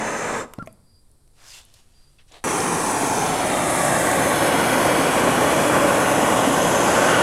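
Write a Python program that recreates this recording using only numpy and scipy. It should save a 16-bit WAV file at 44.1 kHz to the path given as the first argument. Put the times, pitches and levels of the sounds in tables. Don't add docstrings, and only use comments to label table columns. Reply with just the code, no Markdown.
import sys
import numpy as np
from scipy import signal
from scipy.fft import rfft, irfft, next_fast_len
from scipy.io import wavfile
from scipy.ndimage import uniform_filter1d, map_coordinates

SR = 44100
rng = np.random.default_rng(int(sys.argv[2]) if len(sys.argv) > 2 else 0)


def master_out(mix):
    frames = np.transpose(np.atleast_2d(mix))
    ceiling = np.clip(frames, -1, 1)
    pcm = np.round(ceiling * 32767).astype(np.int16)
    wavfile.write(sys.argv[1], SR, pcm)


N = 318402
TIME = np.arange(N) / SR
HZ = np.fft.rfftfreq(2 * next_fast_len(N // 2 + 1, real=True), 1 / SR)
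SHUT_OFF_S, CLOSING_S, RELIGHT_S = 0.39, 0.082, 2.4405
JET_DROP_DB = 33
TOP_HZ = 15900


def burner(roar_db, rasp_db, hiss_db, fizz_db, places, flutter_db):
    roar_top_hz, rasp_top_hz, hiss_top_hz = 1200, 4200, 8200
    bands = np.array([below(HZ, roar_top_hz),
                      above(HZ, roar_top_hz) * below(HZ, rasp_top_hz),
                      above(HZ, rasp_top_hz) * below(HZ, hiss_top_hz),
                      above(HZ, hiss_top_hz)])
    flutter = flutter_db * wobble(70) + 0.17 * wobble(8.3)
    spit = 0.5 * wobble(45) + 0.18 * wobble(7.1)
    gains = amp([roar_db + flutter, rasp_db + flutter, hiss_db + spit, fizz_db + spit])
    flame = np.zeros(N)
    for share, tint in places:
        flame += np.sqrt(share) * sum(gain * shaped(band) for gain, band in zip(gains, bands * tint(HZ)))
    return flame


# frequency_hz, level_db
FIRST_COLOUR = [(25, -22), (70, -16), (150, -9), (300, -3), (700, -3), (1100, -4.5), (2000, -5.5),
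                (3300, -17.5), (4700, -24.5), (6500, -20), (10500, -27), (13500, -40.0), (15800, -51)]
# centre_hz, width_hz, lift_db
FIRST_PEAKS = [(225, 65, 6.5), (360, 45, -5.5), (466, 110, 3), (1260, 110, 9), (1700, 53, 6.5),
               (2340, 60, 7), (3030, 80, -8), (5220, 290, 8.5), (6140, 190, 9), (6740, 180, 9),
               (7400, 750, 10), (8250, 700, 6.5), (9400, 340, 9), (13250, 450, 8)]


def first_burn():
    roar_db = -26.5 - shut_off_loss_db(22)
    rasp_db = -30.5 - shut_off_loss_db(27)
    hiss_db = -39 - shut_off_loss_db(JET_DROP_DB)
    fizz_db = -44 - shut_off_loss_db(JET_DROP_DB)
    places = [(0.96, colour(FIRST_COLOUR, FIRST_PEAKS))]
    flame = burner(roar_db, rasp_db, hiss_db, fizz_db, places, flutter_db=1.0)
    return wall_echo(flame, delay_ms=1.98, strength=0.19)


def shut_off_loss_db(drop_db, drain_db_per_s=67):
    closed = np.clip((TIME - SHUT_OFF_S) / CLOSING_S, 0, 1) ** 2
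    return drop_db * closed + drain_db_per_s * np.maximum(TIME - SHUT_OFF_S - CLOSING_S, 0)


# time_s, distance_m
DISTANCE = [(2.44, 0.59), (2.95, 0.52), (3.45, 0.44), (4.0, 0.361), (4.6, 0.3156), (7.2, 0.31)]
# frequency_hz, level_db
FAR_COLOUR = [(25, -21), (70, -14.5), (150, -1.5), (300, -0.5), (700, -12), (1100, -3), (2000, -5.5),
              (3300, -14), (4700, -17.5), (6500, -12), (10500, -12.5), (13500, -30), (15800, -37)]
MID_COLOUR = [(25, -40), (70, -15), (150, -7.5), (300, -2.5), (700, -3), (1100, -12.5), (2000, -10),
              (3300, -19.5), (4700, -27), (6500, -19.5), (10500, -14.5), (13500, -33), (15800, -48)]
NEAR_COLOUR = [(25, -39), (70, -17.5), (150, -7), (300, -1), (700, -5), (1100, -11.5), (2000, -18.5),
               (3300, -29.5), (4700, -30), (6500, -26.5), (10500, -22.5), (13500, -37.5), (15800, -53)]
# centre_hz, width_hz, lift_db
FAR_PEAKS = [(475, 200, 8), (770, 330, 12.5), (1363, 44, 5.5), (2030, 65, -7), (2400, 51, 6.5),
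             (2900, 65, -8), (6200, 740, 4), (7980, 700, 3), (9860, 120, 1), (11700, 640, -2.5),
             (12550, 330, 2)]
MID_PEAKS = [(437, 140, -10.5), (890, 140, 2), (1114, 45, 6), (1620, 59, 5), (2376, 75, 7.5),
             (2484, 140, -13), (2880, 200, -6), (5700, 80, -20), (8440, 550, 3.5), (11800, 700, -7),
             (12500, 150, 3)]
NEAR_PEAKS = [(410, 160, -6.5), (555, 100, 2.5), (1108, 140, 4), (1290, 60, -3.5), (1530, 200, 5),
              (1860, 33, -0.5), (2335, 120, 6), (2940, 680, 5.5), (3340, 370, 5), (6400, 380, 2.5),
              (8080, 630, 3), (8520, 660, -4)]
# peak_s, half_length_s, roar_lift_db, rasp_lift_db
FLARES = [(5.758, 0.022, 3.5, 1.5), (7.08, 0.22, 1.5, 2.5)]
# peak_s, half_length_s, hiss_lift_db, fizz_lift_db
JET_SWINGS = [(3.08, 0.19, 1.5, 1), (3.86, .23, 1.5, 4), (4.3, 0.23, -0.5, 2.2), (6.98, 0.24, 3.5, -0.5)]
# peak_s, half_length_s, centre_hz, glide_hz_per_s, width_hz, lift_db
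ROAR_SWEEPS = [(3, 0.33, 1040, -230, 220, 3.5), (3.65, 0.7, 1077, -230, 110, -7.5),
               (3.26, 0.64, 512, -130, 120, -5.5), (3.7, .5, 1580, -520, 110, -2.5),
               (4.3, 0.51, 2000, -300, 130, -2.5), (3.47, 0.17, 2670, -900, 150, -9),
               (3.42, 0.15, 2900, -900, 180, 6), (3.93, 0.17, 2070, -200, 130, -6),
               (3.15, .22, 1570, -400, 210, 2), (3.45, 0.21, 720, -250, 160, -0.5),
               (3.8, 0.22, 1155, -200, 130, 3), (6.6, 0.45, 1660, 0, 130, -6),
               (4.06, 0.37, 2860, -130, 190, -4), (2.46, .25, 2700, -300, 250, 4.5),
               (2.8, 0.33, 1460, -200, 420, 2), (2.43, 0.54, 410, 1.5, 290, 3), (5.78, 0.13, 567, 0, 53, 7),
               (6.76, 0.69, 2360, 0, 220, -6), (3.6, 2.6, 221, -0.5, 48, -3.5), (2.8, .9, 283, 0, 65, 1.5),
               (7.15, 0.32, 40, 0, 410, -4.5)]
# peak_s, half_length_s, centre_hz, glide_hz_per_s, width_hz, lift_db
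HISS_SWEEPS = [(3.469, 0.17, 5600, 100, 500, -6), (4.26, 0.19, 5900, 300, 504, -5),
               (4.8, 0.6, 7200, 0, 880, -4.5), (3.39, 0.21, 7300, -900, 2300, -5),
               (3.27, .16, 5280, 0, 220, 4), (3.85, .22, 5500, 0, 260, 0), (6.45, .45, 5550, 0, 220, -7),
               (6.45, .45, 4400, 0, 300, -5), (2.5, .08, 6280, 0, 240, -4), (3.42, 0.18, 8650, 0, 270, 1),
               (4.35, 0.13, 6560, 0, 160, 5), (2.73, .35, 9750, 0, 450, 2), (2.9, .25, 7950, -1400, 260, 4),
               (3.88, 0.18, 7850, -1600, 240, 4), (3.1, .2, 9950, 0, 220, 4),
               (3.8, 0.22, 8500, -700, 450, 3), (4.6, 0.41, 4360, -3, 1100, 4),
               (4.4, 0.87, 12000, 0, 350, 5), (4.5, 1.1, 13400, 0, 400, 5)]


def second_burn():
    distance_m = np.interp(TIME, *np.transpose(DISTANCE))
    start_m = DISTANCE[0][1]
    closer_db = 20 * np.log10(start_m / distance_m)
    roar_db, rasp_db = np.array([[-24], [-30.5]]) + lifts(FLARES) + closer_db
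    hiss_db, fizz_db = -33.5 + lifts(JET_SWINGS)
    far_m, mid_m, near_m = 0.482, 0.369, 0.315
    far = np.interp(distance_m, [mid_m, far_m], [0, 1])
    near = np.interp(distance_m, [near_m, mid_m], [1, 0])
    places = [(far, colour(FAR_COLOUR, FAR_PEAKS)),
              ((1 - far) * (1 - near), colour(MID_COLOUR, MID_PEAKS)),
              (near, colour(NEAR_COLOUR, NEAR_PEAKS))]
    flame = burner(roar_db, rasp_db, hiss_db, fizz_db, places, flutter_db=0.39)
    flame = swept(flame, ROAR_SWEEPS + HISS_SWEEPS, size=2048) * (TIME > RELIGHT_S)
    delay_ms = 0.865 + 4.47 * (start_m - distance_m)
    return wall_echo(flame, delay_ms, strength=0.22 * distance_m / start_m)


def wall_echo(flame, delay_ms, strength):
    face = filtered(flame, lambda hz: below(hz, 8000, order=2))
    edge = filtered(face, lambda hz: above(hz, 2300))
    echo = delayed(face, delay_ms) - delayed(edge, delay_ms + 0.452)
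    return (flame + strength * echo) / np.sqrt(1 + strength ** 2)


# peak_s, half_length_s, pitch_hz, level_db
JET_WHISTLES = [(0.101, 0.28, 6270, -43), (2.5, 0.08, 5980, -39), (2.53, .07, 6560, -45),
                (2.66, 0.09, 6400, -39), (2.858, .1, 6340, -42), (3.07, .07, 6380, -39.5),
                (3.19, 0.065, 6170, -39), (3.33, .06, 7450, -42), (3.42, .17, 5290, -48),
                (3.45, 0.12, 5980, -45), (3.65, .1, 6300, -45), (3.93, 0.14, 5300, -47),
                (3.92, 0.11, 5950, -50), (4.01, .05, 7500, -41), (4.303, .1, 6320, -38.5),
                (4.452, 0.16, 5260, -44), (6.13, .17, 6280, -42), (6.22, .24, 5260, -46),
                (6.68, .25, 6290, -39), (6.66, .19, 5230, -47), (7.08, .15, 6250, -43)]


def jet_whistles(width_hz=130, flutter_db=2):
    valve = amp(-shut_off_loss_db(JET_DROP_DB)) + (TIME > RELIGHT_S)
    tones = np.zeros(N)
    for peak_s, half_s, pitch_hz, level_db in JET_WHISTLES:
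        narrow_noise = noise(lambda hz: below(2 * abs(hz - pitch_hz), width_hz, order=4))
        tones += amp(level_db) * swell(peak_s, half_s, half_s) * narrow_noise
    return valve * amp(flutter_db * wobble(18)) * tones


# start_s, level_db, pitch_hz, fade_s
POPS = [(0.5838, -6, 197, 0.011), (0.5918, -30, 130, 0.036), (0.6223, -16.5, 178, 0.018)]


def pops():
    out, t = np.zeros(N), np.arange(SR // 8) / SR
    rise = np.minimum(t / 0.0033, 1) ** 2
    for start_s, level_db, pitch_hz, fade_s in POPS:
        thump = -np.sin(2 * np.pi * pitch_hz * t) * fade(t, fade_s)
        puff = signal.lfilter(*signal.butter(2, 800, fs=SR), rng.standard_normal(len(t)))
        puff = unit(puff) * fade(t, 0.028)
        add(out, start_s, amp(level_db) * rise * (1.74 * thump + 0.13 * puff))
    return out


def chirp(start_s=0.593, rise_s=0.0073, hold_s=0.026, start_hz=1440, sag_hz_per_s2=130000):
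    out, t = np.zeros(N), np.arange(SR // 8) / SR
    envelope = np.minimum(t / rise_s, 1) * fade(np.maximum(t - hold_s, 0), 0.07)
    pitch_hz = start_hz - sag_hz_per_s2 * t ** 2 + 25 * wobble(260)[:len(t)]
    level_db = -32 + 0.5 * wobble(340)[:len(t)]
    add(out, start_s, amp(level_db) * envelope * np.sin(2 * np.pi * np.cumsum(pitch_hz) / SR))
    return out


# start_s, crack_db, lowest_hz, highest_hz, fade_s, ring_db, lower_ring_hz, upper_ring_hz, knock_db
TICKS = [(.5362, -28.5, 6500, 12500, 0.015, -41, 2370, 2850, -60),
         (0.5366, -41, 900, 4500, .016, -35, 1020, 1320, -54),
         (0.586, -54, 6000, 11000, 0.014, -49, 4280, 5350, -52),
         (0.6245, -63, 5000, 10000, 0.019, -44, 1500, 1610, -50),
         (.6268, -54, 5500, 10000, 0.013, -52, 5950, 8300, -56),
         (.6603, -47, 8050, 12540, 0.02, -51, 2150, 6400, -62),
         (.6655, -45, 8500, 14000, .014, -56, 9500, 13000, -72),
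         (0.6737, -42, 3500, 11000, 0.02, -40, 2170, 2400, -33.5),
         (.7265, -45, 8800, 14000, 0.013, -50, 9900, 10900, -70),
         (1.1146, -50, 7600, 13100, .012, -59, 9300, 10200, -82),
         (1.277, -52, 1800, 11000, .008, -62, 4000, 9000, -76),
         (1.6515, -57, 8000, 12000, .016, -48, 9400, 10600, -80),
         (1.7395, -41, 4000, 11000, .03, -53, 4300, 5350, -64),
         (2.186, -50, 1400, 3800, 0.079, -58, 2650, 3400, -80),
         (2.32, -43, 2000, 8000, .035, -52, 3400, 6800, -58),
         (2.604, -26, 3500, 7000, .02, -26, 5500, 6360, -40),
         (4.115, -17, 4000, 10000, 0.012, -29, 6997, 8300, -45)]
# pitch_hz, level_db, fade_s
TORCH_BODY = [(650, 4.5, 0.048), (1100, -4, .02), (2050, -10, 0.018)]


def ticks(pure_share=0.44, ring_sharpness=18):
    out, t = np.zeros(N), np.arange(SR // 6) / SR
    body = sum(amp(db) * fade(t, fade_s) * np.sin(2 * np.pi * hz * t) for hz, db, fade_s in TORCH_BODY)
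    for start_s, crack_db, low_hz, high_hz, fade_s, ring_db, *rings_hz, knock_db in TICKS:
        white = rng.standard_normal(len(t))
        crack = signal.lfilter(*signal.butter(3, high_hz, fs=SR), white)
        crack = signal.lfilter(*signal.butter(3, low_hz, 'high', fs=SR), crack)
        rattle = sum(unit(signal.lfilter(*signal.iirpeak(hz, ring_sharpness, fs=SR), white))
                     for hz in rings_hz)
        pure = sum(np.sqrt(2) * np.sin(2 * np.pi * hz * t) for hz in rings_hz)
        rings = np.sqrt(pure_share) * pure + np.sqrt(1 - pure_share) * rattle
        contact = (amp(crack_db) * crack + amp(ring_db) * rings) * fade(t, fade_s)
        add(out, start_s, contact + amp(knock_db) * body)
    return signal.lfilter(*signal.butter(4, 14000, fs=SR), out)


# peak_s, rise_s, fall_s,
# level_db, brightness_hz
SLEEVE_STROKES = [(1.41, .035, 0.087, -59, 2400), (1.555, 0.12, 0.059, -44.5, 19000),
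                  (1.65, .05, 0.18, -62, 11000), (1.77, .03, 0.06, -57.5, 14000),
                  (1.95, 0.14, .3, -66.5, 12000), (2.2, .012, 0.027, -58, 3000),
                  (2.29, 0.016, 0.022, -60, 9000)]
# frequency_hz, level_db
CLOTH_COLOUR = [(100, -11), (300, -14), (700, -2.5), (1500, -5), (2350, -5.5), (2750, -3), (3250, -4.5),
                (4800, -3), (7500, -5.5), (10500, -9.5), (12800, -17), (15900, -28)]
# peak_s, half_length_s, centre_hz, glide_hz_per_s, width_hz, lift_db
SLEEVE_FOLDS = [(1.495, .035, 6350, -8000, 500, 7), (1.505, .04, 5000, -9000, 650, 8),
                (1.55, .065, 2780, -1500, 240, 9), (1.485, .03, 3000, -8000, 2400, -3),
                (1.53, 0.054, 880, 0, 1300, -6), (1.65, .07, 3300, 0, 1100, 6),
                (1.46, .05, 1620, 0, 300, 8), (1.42, .04, 5400, 0, 1200, 2), (2.2, .04, 850, 0, 700, -10)]


def sleeve():
    return swept(rub(SLEEVE_STROKES, CLOTH_COLOUR, grain_db=1.0), SLEEVE_FOLDS, size=512)


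# peak_s, rise_s, fall_s, level_db, brightness_hz
SCUFFS = [(2.325, 0.008, .13, -58, 8000), (2.354, 0.033, 0.038, -45.5, 14100)]
# frequency_hz, level_db
SOLE_COLOUR = [(100, -26), (400, -5), (760, 1), (1000, -8), (2800, -11), (3500, -10), (4400, -13),
               (5400, -19), (6600, -19), (10000, -22), (15000, -38)]


def shoe():
    return rub(SCUFFS, SOLE_COLOUR, grain_db=2.0)


def rub(strokes, spectrum, grain_db):
    grain = unit(amp(grain_db * wobble(300)))
    out = np.zeros(N)
    for peak_s, rise_s, fall_s, level_db, bright_hz in strokes:
        friction = noise(lambda hz: amp(along(spectrum, hz)) * below(hz, bright_hz, order=4))
        out += amp(level_db) * swell(peak_s, rise_s, fall_s) * friction
    return grain * out


# frequency_hz, fade_s
ROOM_FADES = [(150, 1), (500, 0.45), (1350, 0.55), (2200, 0.23), (4500, 0.6), (12000, 0.16)]


def room_echo(sound):
    hz, t, spectra = signal.stft(rng.standard_normal(SR), SR, nperseg=256)
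    tail = signal.istft(spectra * fade(t, along(ROOM_FADES, hz)[:, None]), SR, nperseg=256)[1]
    late_sound = np.pad(sound, (256, 0))
    return signal.fftconvolve(late_sound, tail / np.linalg.norm(tail))[:N]


# start_s, rise_s, hold_s, pitch_hz, level_db, fall_s
THIN_TONES = [(.53, .04, .18, 4730, -77, .1), (.83, .04, 0.17, 4840, -68, .04),
              (1.91, .05, .12, 4790, -67, .08)]


def thin_tone(start_s, rise_s, hold_s, pitch_hz, level_db, fall_s):
    age_s = TIME - start_s
    envelope = np.clip(age_s / rise_s, 0, 1) * np.exp(-np.maximum(age_s - hold_s, 0) / fall_s)
    phase = 2 * np.pi * np.cumsum(pitch_hz + 36 * wobble(250)) / SR
    gain = amp(level_db + 3 * wobble(60.7))
    breath = amp(-4) * fuzzy_tone(4680, width_hz=250)
    return gain * envelope * (np.sqrt(2) * np.sin(phase) + breath)


# pitch_hz, level_db
MACHINE_HUM = [(100, -76), (139, -74), (236, -76)]
# frequency_hz, level_db
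AIR_COLOUR = [(20, 0), (50, -10.5), (95, -11.5), (160, -20.5), (240, -27), (330, -25), (1200, -37.5),
              (2800, -46.5), (4700, -37.5), (6500, -46), (8400, -33.5), (11000, -38), (15900, -58)]


def background():
    tone = sum(thin_tone(*row) for row in THIN_TONES)
    hum = sum(amp(db) * fuzzy_tone(hz, width_hz=6.3) for hz, db in MACHINE_HUM)
    air = noise(lambda hz: amp(along(AIR_COLOUR, hz)))
    return amp(-54) * air + hum + tone


def drift(sound, depth_db):
    hz, _, spectra = signal.stft(sound, SR, nperseg=1024)
    ripples = rng.standard_normal(spectra.shape)
    for _ in range(2):
        ripples = uniform_filter1d(ripples, size=5, axis=0)
        ripples = uniform_filter1d(ripples, size=22, axis=1)
    gain_db = depth_db * unit(ripples) * above(hz, 1140)[:, None]
    return signal.istft(spectra * amp(gain_db), SR, nperseg=1024)[1][:N]


def swept(sound, sweeps, size):
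    hz, t, spectra = signal.stft(sound, SR, nperseg=size)
    gain_db = np.zeros(spectra.shape)
    for peak_s, half_s, centre_hz, glide_hz_per_s, width_hz, lift_db in sweeps:
        offset_hz = hz[:, None] - centre_hz - glide_hz_per_s * (t - peak_s)
        band = 2 ** -np.minimum((2 * offset_hz / width_hz) ** 2, 20)
        gain_db += lift_db * np.exp(-((t - peak_s) / half_s) ** 2) * band
    return signal.istft(spectra * amp(gain_db), SR, nperseg=size)[1][:N]


def colour(spectrum, peaks):
    def gain(hz):
        lift_db = sum(db / (1 + (2 * (hz - centre) / width) ** 2) for centre, width, db in peaks)
        return amp(along(spectrum, hz) + lift_db)
    return gain


def fuzzy_tone(pitch_hz, width_hz):
    phase = 2 * np.pi * pitch_hz * TIME
    slow = 1 / (1 + (2 * HZ / width_hz) ** 2)
    return shaped(slow) * np.cos(phase) + shaped(slow) * np.sin(phase)


def noise(response):
    return shaped(response(HZ))


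def shaped(gains):
    real, imaginary = rng.standard_normal((2, len(gains)))
    return unit(irfft((real + 1j * imaginary) * gains)[:N])


def filtered(sound, response):
    size = next_fast_len(N + 8192)
    return irfft(rfft(sound, size) * response(np.fft.rfftfreq(size, 1 / SR)), size)[:N]


def below(hz, edge_hz, order=24):
    return 1 / np.sqrt(1 + (hz / edge_hz) ** order)


def above(hz, edge_hz):
    return np.sqrt(1 - below(hz, edge_hz) ** 2)


def along(points, hz):
    points_hz, values = np.transpose(points)
    return np.interp(np.log(hz + 1), np.log(points_hz), values)


def wobble(rate):
    return map_coordinates(rng.standard_normal(int(N * rate / SR) + 4), [TIME * rate])


def swell(peak_s, rise_s, fall_s):
    return np.exp(-((TIME - peak_s) / np.where(TIME < peak_s, rise_s, fall_s)) ** 2)


def lifts(rows):
    return sum(np.outer(lift_db, swell(peak_s, half_s, half_s)) for peak_s, half_s, *lift_db in rows)


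def fade(t, fade_s):
    return amp(-60 * t / fade_s)


def delayed(sound, delay_ms):
    return np.interp(TIME - delay_ms / 1000, TIME, sound)


def add(track, start_s, sound):
    part = track[round(start_s * SR):][:len(sound)]
    part += sound[:len(part)]


def amp(db):
    return 10 ** (np.asarray(db) / 20)


def unit(x):
    return x / np.sqrt(np.mean(x ** 2) + 1e-20)


def scene():
    flame = drift(first_burn() + second_burn(), depth_db=1.3) + jet_whistles()
    knocks = pops() + ticks()
    tube_chirp = chirp()
    movement = drift(sleeve() + shoe(), depth_db=1.5)
    echoes = room_echo(amp(-19.5) * flame + amp(-16.5) * knocks + amp(-24) * tube_chirp)
    mono = flame + knocks + tube_chirp + movement + echoes + background()
    return np.array([mono, mono])


def record(dry):
    return np.array([filtered(channel, lambda hz: below(hz, TOP_HZ, order=300)) for channel in dry])


dry = scene()
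out = record(dry)
master_out(out)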